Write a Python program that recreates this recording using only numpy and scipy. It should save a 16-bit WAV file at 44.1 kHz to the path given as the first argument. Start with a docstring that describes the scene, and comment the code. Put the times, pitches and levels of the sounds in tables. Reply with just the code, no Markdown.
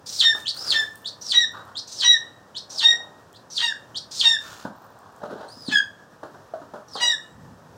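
"""A young eagle flaps from a glove to its perch in a walled pen, its leash jingling, and begs nine times.
Each call is a hiss whose whistle plunges and breaks up, then a clear yelp, sometimes with a low rasp.
Calls two to seven open with a rising squeak. After the seventh the bird shakes its feathers and the
handler scuffs and knocks about. The last yelp has a low, rough undertone, and a soft rumble follows.
All along, the hard walls echo over a faint outdoor hum."""
import sys
import numpy as np
from scipy import signal
from scipy.fft import rfft, irfft, next_fast_len
from scipy.io import wavfile
from scipy.ndimage import uniform_filter1d, minimum_filter1d, map_coordinates

SR = 44100
rng = np.random.default_rng(int(sys.argv[2]) if len(sys.argv) > 2 else 0)


def unload_audio(sound):
    """Save the sound as a 16-bit wav file, at the path given as the first command line argument."""
    columns = np.transpose(np.atleast_2d(sound))
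    # keep every value between -1 and 1, then stretch to whole-number steps
    steps = np.round(np.clip(columns, -1, 1) * 32767)
    wavfile.write(sys.argv[1], SR, steps.astype(np.int16))


N = 342657
T = np.arange(N) / SR

# Levels in all tables are relative. A harmonic is a tone at a whole multiple of the pitch.
# the yelps: start/s, length/s, pitch/Hz, glide/(Hz per s), final sag/Hz, pitch jitter/share,
# harmonics 1 to 4/dB (four columns), climax after the start/s, climax width/s, rasp/dB, rasp length/s
YELPS = [(0.23, 0.11, 1824, -900, 30, 0.0071, -21.5, -14, -26.5, -37, .038, 0.023, -41.5, .03),
         (0.735, .11, 1780, -700, 3.5, .007, -21, -21, -32.5, -43, 0.036, .022, -45.5, 0.048),
         (1.336, 0.12, 1916, -150, 158, 0.0055, -22.5, -5, -28, -41.5, 0.048, 0.0067, -36, 0.039),
         (2.035, 0.14, 1928, 151.5, 175, 0.0028, -21.5, -5, -24, -42, 0.067, 0.012, -29, 0.055),
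         (2.823, 0.14, 1866, 797, 97.5, .004, -23.5, -8.5, -28.5, -39.5, 0.041, 0.014, -24, 0.038),
         (3.613, .118, 1857, -1100, 154, 0.014, -27, -20.5, -36.5, -44, 0.029, 0.024, -25.5, 0.08),
         (4.236, .14, 1843, -400, 98, 0.0063, -25.5, -13.5, -28.5, -36, 0.045, 0.043, -25, 0.078),
         (5.716, 0.096, 1669, -1400, 38, 0.011, -17, -19, -31, -36.5, 0.054, 0.022, -26.5, 0.024),
         (7.005, 0.15, 1923, -250, 196.5, 0.0046, -24, -17, -30.5, -35, 0.1, .045, -20.5, 0.077)]
# tone colour of air rushing through the open beak: f/Hz, level/dB
BEAK = [(700, -49), (1500, -29.5), (2300, -17.5), (3000, -13), (4000, 2.5), (5500, 3.5), (6800, -0.5),
        (9000, -5), (12000, -8), (15500, -16.5)]
# tone colour of the husky noise in a forced whistle: f/Hz, level/dB
HUSK = [(2500, -34.5), (3100, -6), (4300, 13.5), (6000, -8.5), (7000, -4.5), (9000, -17), (13000, -23.5)]


def yelps(attack_s=.029, release_s=.0081, lead_s=.008, lock_s=.0143, bloom_s=.023, shimmer_db=3):
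    """The bird's voice box locks onto a note that sags and dulls as effort fades; uneven cycles rasp."""
    overtones = [(5, -10.5), (6, -16), (7, -18), (8, -18), (9, -11)]  # high harmonics: multiple of the pitch, level against the fourth/dB
    rasp_tones = [(.5, -8.5), (1.5, -1), (2.5, -5.5), (3.5, -14.5), (4.5, -13.5), (5.5, -16), (6.5, -20.5),
                  (7.5, -25.5)]  # tones from an octave below upward: multiple of the pitch, level/dB
    puff_colour = [(500, -21.5), (1000, 2), (1800, 0.5), (3500, 0), (5500, -9), (8500, -12), (14000, -18.5)]  # the puff of noise as the note catches: f/Hz, level/dB
    fade_from, rasp_peak = .55, .43  # shares of the yelp's length and of the rasp's length
    out = np.zeros(N)
    for start, length, hz, glide, sag, jitter, *colour in YELPS:
        first, second, third, fourth, climax, width, rasp_db, rasp_s = colour
        t = clock(length + lead_s) - lead_s
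        n, age = len(t), np.maximum(t, 0)
        fading = np.clip((t / length - fade_from) / (1 - fade_from), 0, 1) ** 1.5
        pitch = hz + glide * (t - .05) - sag * fading
        angle = phase(pitch * (1 + jitter * wobble(500, n) + .014 * fading * wobble(110, n)))
        dull_db = 27.5 * fading ** 2
        first_db = first - 5 * np.exp(-age / bloom_s)  # the lowest harmonic grows in slowly
        climax_bump = np.exp(-((t - climax) / width) ** 2 / 2)
        second_db = second - 11.5 * (1 - climax_bump) - dull_db
        upper = [(3, third), (4, fourth)] + [(k, fourth + db) for k, db in overtones]
        harmonics = [(1, first_db), (2, second_db)]
        harmonics += [(k, db - dull_db - 6.5 * np.exp(-age / lock_s)) for k, db in upper]
        clear = sum(amp(db + shimmer_db * wobble(200, n)) * np.sin(round(k) * angle)
                    for k, db in harmonics)
        loose_angle = angle + .097 * wobble(600, n)
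        rasp = sum(amp(db) * np.sin(round(2 * k) / 2 * loose_angle) for k, db in rasp_tones)
        rasp *= amp(rasp_db) * swell(t + lead_s, rasp_peak * rasp_s + lead_s,
                                     (1 - rasp_peak) * rasp_s, shape=1.2)
        air = amp(second_db - 30) * noise(BEAK, n)
        puff = amp(-34) * swell(t + lead_s, rise=.01, fall=.035) * noise(puff_colour, n)
        loudness = amp(-1) * gate(t + lead_s, attack_s, release_s)
        add(out, start - lead_s, loudness * (np.sqrt(2) * (clear + rasp) + air) + puff)
    return out


def hisses(plunge_hz=4000, lowest_hz=3150, settle_s=.026, plunge_s=.025, break_s=.023):
    """Air hisses through the beak; its whistle settles, plunges and breaks into a rough scream."""
    # the hiss before each yelp: start/s, plunge time/s, hiss/dB, held whistle/dB, plunge/dB,
    # scream/dB, first pitch/Hz, held pitch/Hz
    breaths = [(0.062, 0.206, -35.5, -39, -14, -19.5, 4500, 5696),
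               (0.57, 0.713, -43, -33, -16, -19.5, 3956, 5447),
               (1.213, 1.317, -41, -36, -18, -27.5, 5900, 5900),
               (1.874, 2.013, -40, -42, -17.5, -20, 6130, 6120),
               (2.698, 2.798, -40, -38.5, -19.5, -23, 6100, 5890),
               (3.503, 3.576, -41.5, -37, -20.5, -24.5, 6194, 6054),
               (4.112, 4.208, -34, -45, -16, -29.5, 6010, 6020),
               (5.482, 5.685, -57, -47, -28, -28.5, 3704, 5135),
               (6.882, 6.962, -53.5, -47, -28.5, -31, 5670, 5906)]
    scream_colour = [(500, -28), (900, -10), (1400, -2.5), (1850, 5), (2300, -11.5), (3100, 8), (4300, 14),
                     (6000, -31), (9000, -16), (11000, -49)]  # the voice breaking: f/Hz, level/dB
    attack_s, release_s, overlap_s = .012, .01197, .0189  # each hiss runs on into its yelp
    out = np.zeros(N)
    for row, yelp in zip(breaths, YELPS):
        start, plunge, hiss_db, held_db, plunge_db, scream_db, first_hz, held_hz = row
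        t = clock(yelp[0] + overlap_s - start + attack_s)
        n, since = len(t), t + start - attack_s / 2 - plunge  # "since" is 0 at the plunge
        fall = np.exp(since / plunge_s)
        push = np.minimum(fall, 1)
        held = held_hz + (first_hz - held_hz) * np.exp(-t / settle_s)
        hz = np.maximum(held * (plunge_hz / held_hz) ** fall, lowest_hz)
        flow_db = np.interp(since, [since[0], 0, since[-1]], [-3, 3.5, -3])
        flow = amp(flow_db + 1.5 * wobble(70, n))
        burst = amp(plunge_db + np.minimum(750 * since, -380 * since))  # loudest at the plunge
        extra_air_db = hiss_db + 35
        rough = .065 * np.sqrt(amp(extra_air_db)) * (1 - .3 * push)  # more air roughens the whistle
        bright_db = 3 - 8 * push - .35 * extra_air_db  # less air leaves it richer in overtones
        tone = np.hypot(flow * amp(held_db), burst) * whistle(hz, rough, bright_db)
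        scream = unit(noise(scream_colour, n) * amp(5 * wobble(450, n)))
        scream *= np.clip(since / break_s, 0, 1) * amp(scream_db - 4.5)
        air = flow * amp(hiss_db) * noise(BEAK, n)
        husk = burst * amp(-8) * noise(HUSK, n)
        add(out, start - attack_s / 2, gate(t, attack_s, release_s) * (air + tone + scream + husk))
    return out


def squeaks():
    """A quick upward whistle that turns husky as it rises."""
    rises = [(0.45, 0.068, 2677, 5953, -24), (1.042, .061, 2856, 6290, -30),
             (1.748, 0.062, 2894, 6260, -29.5), (2.544, 0.056, 2850, 5993, -31.5),
             (3.332, .051, 2880, 4857, -47.5), (3.945, .05, 2805, 6140, -26.5)]  # the squeaks: start/s, length/s, first pitch/Hz, last pitch/Hz, level/dB
    out = np.zeros(N)
    for start, length, first_hz, last_hz, db in rises:
        progress = np.linspace(0, 1, round(length * SR))
        hz = first_hz * (last_hz / first_hz) ** (progress ** .94)
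        tone = whistle(hz, rough=.018 + .085 * progress, bright_db=-1)
        husk = 2 * progress ** 2 * amp(-2) * noise(HUSK, len(progress))
        arch = np.abs(np.sin(np.pi * progress)) ** 1.1
        add(out, start, amp(db) * arch * (tone + husk))
    return out


def whistle(hz, rough, bright_db, flutter_db=4, surge_db=2):
    """An airy whistle: swirling air frays its pitch and makes it waver."""
    n = len(hz)
    fray = rough * (wobble(1500, n) + .41 * wobble(130, n))
    angle = phase(hz * (1 + fray + .014 * wobble(70, n)))
    overtones = amp(-14) * np.sin(2 * angle) + amp(-24) * np.sin(3 * angle)
    tone = np.sin(angle) + amp(bright_db) * overtones
    return unit(tone * amp(flutter_db * wobble(500, n) + surge_db * wobble(60, n)))


def knocks(ring_s=.075, thump_hz=210, thump_s=.046, clatter_s=.19):
    """The handler steps and bumps about: a firm push, a short ring, a low thump and a spray of grit."""
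    hits = [(0.349, -47, 1220, -46, -38), (4.651, -27.5, 259, -26, -33), (5.233, -22, 589, -31.5, -36),
            (5.328, -24, 429, -31, -42), (5.57, -36.5, 251, -45, -52), (5.684, -18.5, 252, -28, -44),
            (6.231, -30, 302, -46, -34), (6.343, -37, 976, -48, -42), (6.537, -18.5, 664, -54, -39),
            (6.616, -34, 294, -62, -42.5), (6.736, -27.5, 596, -39, -35.5), (6.756, -28, 596, -57, -39.5),
            (6.953, -28, 1110, -39, -33)]  # steps and knocks: t/s, ring/dB, ring pitch/Hz, thump/dB, clatter/dB
    # tone colour of the spray: f/Hz, level/dB
    grit = [(80, -48), (250, 0), (700, 9), (1550, 4), (2100, -25), (4000, -17.5), (12000, -36)]
    out, t = np.zeros(N), T[:SR // 5]
    contact = (1 - np.exp(-t / .0012)) * (1 + np.exp(-t / .005))
    for start, db, hz, thump_db, clatter_db in hits:
        ring = die_away(t, db - 5, ring_s) * np.sin(phase(hz * (1 + .031 * wobble(490, len(t)))))
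        thump = die_away(t, thump_db + 1, thump_s) * np.sin(2 * np.pi * thump_hz * t)
        spray = die_away(t, clatter_db - 1, clatter_s) * noise(grit, len(t))
        add(out, start, (ring + thump + spray) * contact)
    # small things give off no deep bass
    return signal.sosfilt(signal.butter(2, 130, "highpass", fs=SR, output="sos"), out)


def scuffs_and_undertone(grain_db=3):
    """Grainy swells: soles, glove and leash drag; the last is the final yelp's low, rough undertone."""
    swells = [(.5, 0.21, 0.19, -46, 601), (1.53, .015, 0.1246, -38.5, 1284), (1.62, .06, 0.11, -46.5, 1202),
              (2.6, 0.29, 0.37, -46.5, 722.6), (4.6, 0.18, 0.85, -50, 951), (5.2, 0.031, 0.075, -36.5, 630),
              (5.285, 0.043, 0.039, -32, 450), (5.34, 0.076, 0.092, -37.5, 700),
              (6.97, 0.043, 0.14, -39, 803)]  # scuffs, then the undertone: start/s, rise/s, fall/s, level/dB, centre/Hz
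    # tone colour of the broad noise: f/Hz, level/dB
    broad = [(90, -26.5), (250, 0), (700, 3.5), (1550, 4.5), (2200, -22), (3800, -11), (12000, -35.5)]
    out = np.zeros(N)
    for start, rise, fall, db, hz in swells:
        t = clock(rise + fall)
        n, angle = len(t), 2 * np.pi * hz * t
        band = wobble(600, n) * np.sin(angle) + wobble(600, n) * np.cos(angle)
        grainy = unit((band + amp(-4) * noise(broad, n)) * amp(grain_db * wobble(150, n)))
        add(out, start, amp(db - 2) * swell(t, rise, fall, shape=1.1) * grainy)
    return out


def rustles_and_ticks(grain_db=3, tick_s=.01):
    """The bright top of the first call's hiss, then sliding feathers; talons and leash swivel tick."""
    # top of the first hiss, then wing beats, last a shake: start/s, rise/s, fall/s, rustle/dB, sizzle/dB
    swells = [(0.051, .08, .17, -61.5, -45), (.34, .025, .08, -44.5, -49), (.53, .04, .07, -48, -48.5),
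              (.6, .09, .19, -41.5, -49), (0.799, .1, .3, -63, -64.5), (4.38, .1, .21, -43.5, -60.5)]
    rustle_colour = [(200, 0), (600, -1), (1400, 8.5), (2100, -8), (4000, -1.5), (6500, -2), (10000, -18),
                     (15000, -16)]  # tone colour of the rustle: f/Hz, level/dB
    ticks = [(0.9339, -48), (0.9567, -27.5), (1.018, -40), (1.0544, -46), (1.6514, -44.5), (1.6784, -49),
             (2.188, -42), (3.3292, -36.5), (4.866, -47), (4.9891, -40), (5.123, -46), (5.1634, -41.5),
             (5.1885, -47.5)]  # taps of talons and swivel: t/s, level/dB
    # tone colour of sizzle and ticks: f/Hz, level/dB
    fine = [(2000, -16), (6000, -1.5), (9000, 7), (10500, -6.5), (14500, 0)]
    out = np.zeros(N)
    for start, rise, fall, rustle_db, sizzle_db in swells:
        t = clock(rise + fall)
        n = len(t)
        rush = amp(rustle_db - 1) * noise(rustle_colour, n) + amp(sizzle_db - 2) * noise(fine, n)
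        grain = unit(amp(grain_db * wobble(300, n)))
        add(out, start, swell(t, rise, fall, shape=.84) * rush * grain)
    t = T[:SR // 20]
    for start, db in ticks:
        add(out, start, die_away(t, db - 8, tick_s) * noise(fine, len(t)))
    return out


def swivel(touches_per_s=14, ring_hz=14300, ring_s=.008, scatter_db=4):
    """Small steel links on the leash touch at random and ring very high and briefly."""
    jingles = [(0.901, .8, -49), (4.702, .4, -50)]  # spells of jingling: start/s, length/s, level/dB
    out, t = np.zeros(N), T[:SR // 20]
    for start, length, db in jingles:
        for when, pitch, size in rng.uniform(-1, 1, (round(touches_per_s * length), 3)):
            ring = np.sin(2 * np.pi * ring_hz * (1 + .05 * pitch) * t)
            add(out, start + length * (when + 1) / 2, die_away(t, db + scatter_db * size, ring_s) * ring)
    return out


def pen(x, walls_db, tail_db, walls_delay_s=.011, walls_fade_s=.23):
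    """The near walls send back a quick cluster of echoes, then a smooth tail."""
    fade_times = [(150, 0.38), (700, 0.23), (1800, 0.76), (4000, 0.44), (5800, 0.43), (8000, 0.94),
                  (14000, 0.5)]  # how long the tail lingers: f/Hz, time for a 60 dB fall/s
    hz, t, spectrum = signal.stft(rng.standard_normal(SR), SR, nperseg=256)
    spectrum = spectrum * die_away(t, 0, along(fade_times, hz)[:, None])
    tail = signal.istft(spectrum, SR, nperseg=256)[1]
    t = T[:len(tail)]
    tail *= np.clip(t / .0067, 0, 1)
    spikes = rng.standard_normal(len(t)) ** 3  # cubing makes single echoes stand out
    walls = spikes * (t > walls_delay_s) * die_away(t, 0, walls_fade_s)
    echoes = amp(tail_db) * tail / np.linalg.norm(tail) + amp(walls_db) * walls / np.linalg.norm(walls)
    return x + signal.fftconvolve(x, echoes)[:N]


def outdoors(hum_hz=108, hum_fade_db_per_s=1.5):
    """Distant outdoor noise and a low hum that fades away; also a late soft rumble as the handler moves."""
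    air = [(15, -33), (25, -20), (43, -19.5), (99, 1), (399, -5), (509, -2), (804, -5), (970, -4),
           (1850, -12), (2010, -24), (3720, -23), (4260, -24.5), (5580, -22), (10900, -35), (15500, -34.5)]  # tone colour of the distant noise: f/Hz, level/dB
    rumbles = [(7.28, 0.18, 0.18, -44), (7.601, .15, .1, -50.5)]  # swells of low rumble: start/s, rise/s, fall/s, level/dB
    # tone colour of the rumble: f/Hz, level/dB
    deep = [(20, -23), (60, -2.5), (140, 5), (260, -2.5), (600, -47.5), (2000, -90)]
    out = amp(-51 + .4 * wobble(2.2, N) + .82 * wobble(25, N)) * noise(air)
    hum_level = amp(-63 - hum_fade_db_per_s * T + 3.6 * wobble(8, N))
    out += hum_level * np.sin(phase(hum_hz * (1 + .04 * wobble(3.6, N))))
    for start, rise, fall, db in rumbles:
        t = clock(rise + fall)
        add(out, start, amp(db - 2) * swell(t, rise, fall) * noise(deep, len(t)))
    return out


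def amp(db):
    """Turn decibels into a number to multiply by."""
    return 10 ** (np.asarray(db) / 20)


def die_away(t, db, seconds):
    """A level that starts at db and drops 60 dB in the given seconds."""
    return amp(db - 60 * t / seconds)


def unit(x):
    """Scale x to an average strength (rms) of 1."""
    return x / np.sqrt(np.mean(x ** 2) + 1e-20)


def along(points, hz):
    """Read between (f/Hz, value) points, with octaves evenly spaced."""
    f, v = np.transpose(points)
    return np.interp(np.log(hz + 1), np.log(f + 1), v)


def noise(colour, size=N):
    """Noise of strength 1 with the given tone colour."""
    m = next_fast_len(size)
    gain = amp(along(colour, np.fft.rfftfreq(m, 1 / SR)))
    return unit(irfft(rfft(rng.standard_normal(m)) * gain, m)[:size])


def wobble(rate, size):
    """A smooth curve through rate random points a second."""
    points = rng.standard_normal(int(size * rate / SR) + 4)
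    return map_coordinates(points, [np.arange(size) * rate / SR])


def add(track, start, x):
    """Mix x into the track from start seconds on."""
    part = track[round(start * SR):][:len(x)]
    part += x[:len(part)]


def phase(hz):
    """The running angle of a wave whose pitch moves."""
    return 2 * np.pi * np.cumsum(hz) / SR


def filtered(x, gain):
    """Turn each frequency of x up or down by gain(hz)."""
    m = next_fast_len(N + SR // 2)
    return irfft(rfft(x, m) * gain(np.fft.rfftfreq(m, 1 / SR)), m)[..., :N]


def swell(t, rise, fall, shape=1):
    """A rounded rise and fall; a shape under 1 makes it fuller."""
    return np.sin(np.pi / 2 * np.interp(t, [0, rise, rise + fall], [0, 1, 0])) ** shape


def gate(t, attack, release):
    """Fade in, hold, and fade out at the end of t."""
    return np.sin(np.pi / 2 * np.clip(np.minimum(t / attack, (t[-1] - t) / release), 0, 1)) ** 2


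def clock(length):
    """Sample times for length seconds."""
    return T[:round(length * SR)]


def scene():
    """Bird and handler share the echoing pen, with the outdoors behind them."""
    treble = [(6000, -1), (9300, -4.5), (10200, -21.5), (15000, -9.5)]  # the microphone softens the highest treble of the calls: f/Hz, level/dB
    voice = filtered(yelps() + hisses() + squeaks(), lambda hz: amp(along(treble, hz)))
    bird = pen(voice, walls_db=-7, tail_db=-21)
    small_sounds = knocks() + scuffs_and_undertone() + rustles_and_ticks() + swivel()
    return (bird + pen(small_sounds, walls_db=-4, tail_db=-23) + outdoors())[None]


def record(dry, ceiling=.65, low_cut_hz=45, top_hz=15850):
    """Turn down peaks above the ceiling, thin the deep bass and cut the highest treble."""
    needed = np.minimum(1, ceiling / (np.abs(dry) + 1e-9))
    gain = uniform_filter1d(minimum_filter1d(needed, size=700), size=350)
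    return filtered(dry * gain, lambda hz: (hz < top_hz) * hz ** 2 / np.hypot(hz ** 2, low_cut_hz ** 2))


dry = scene()
out = record(dry)
unload_audio(out)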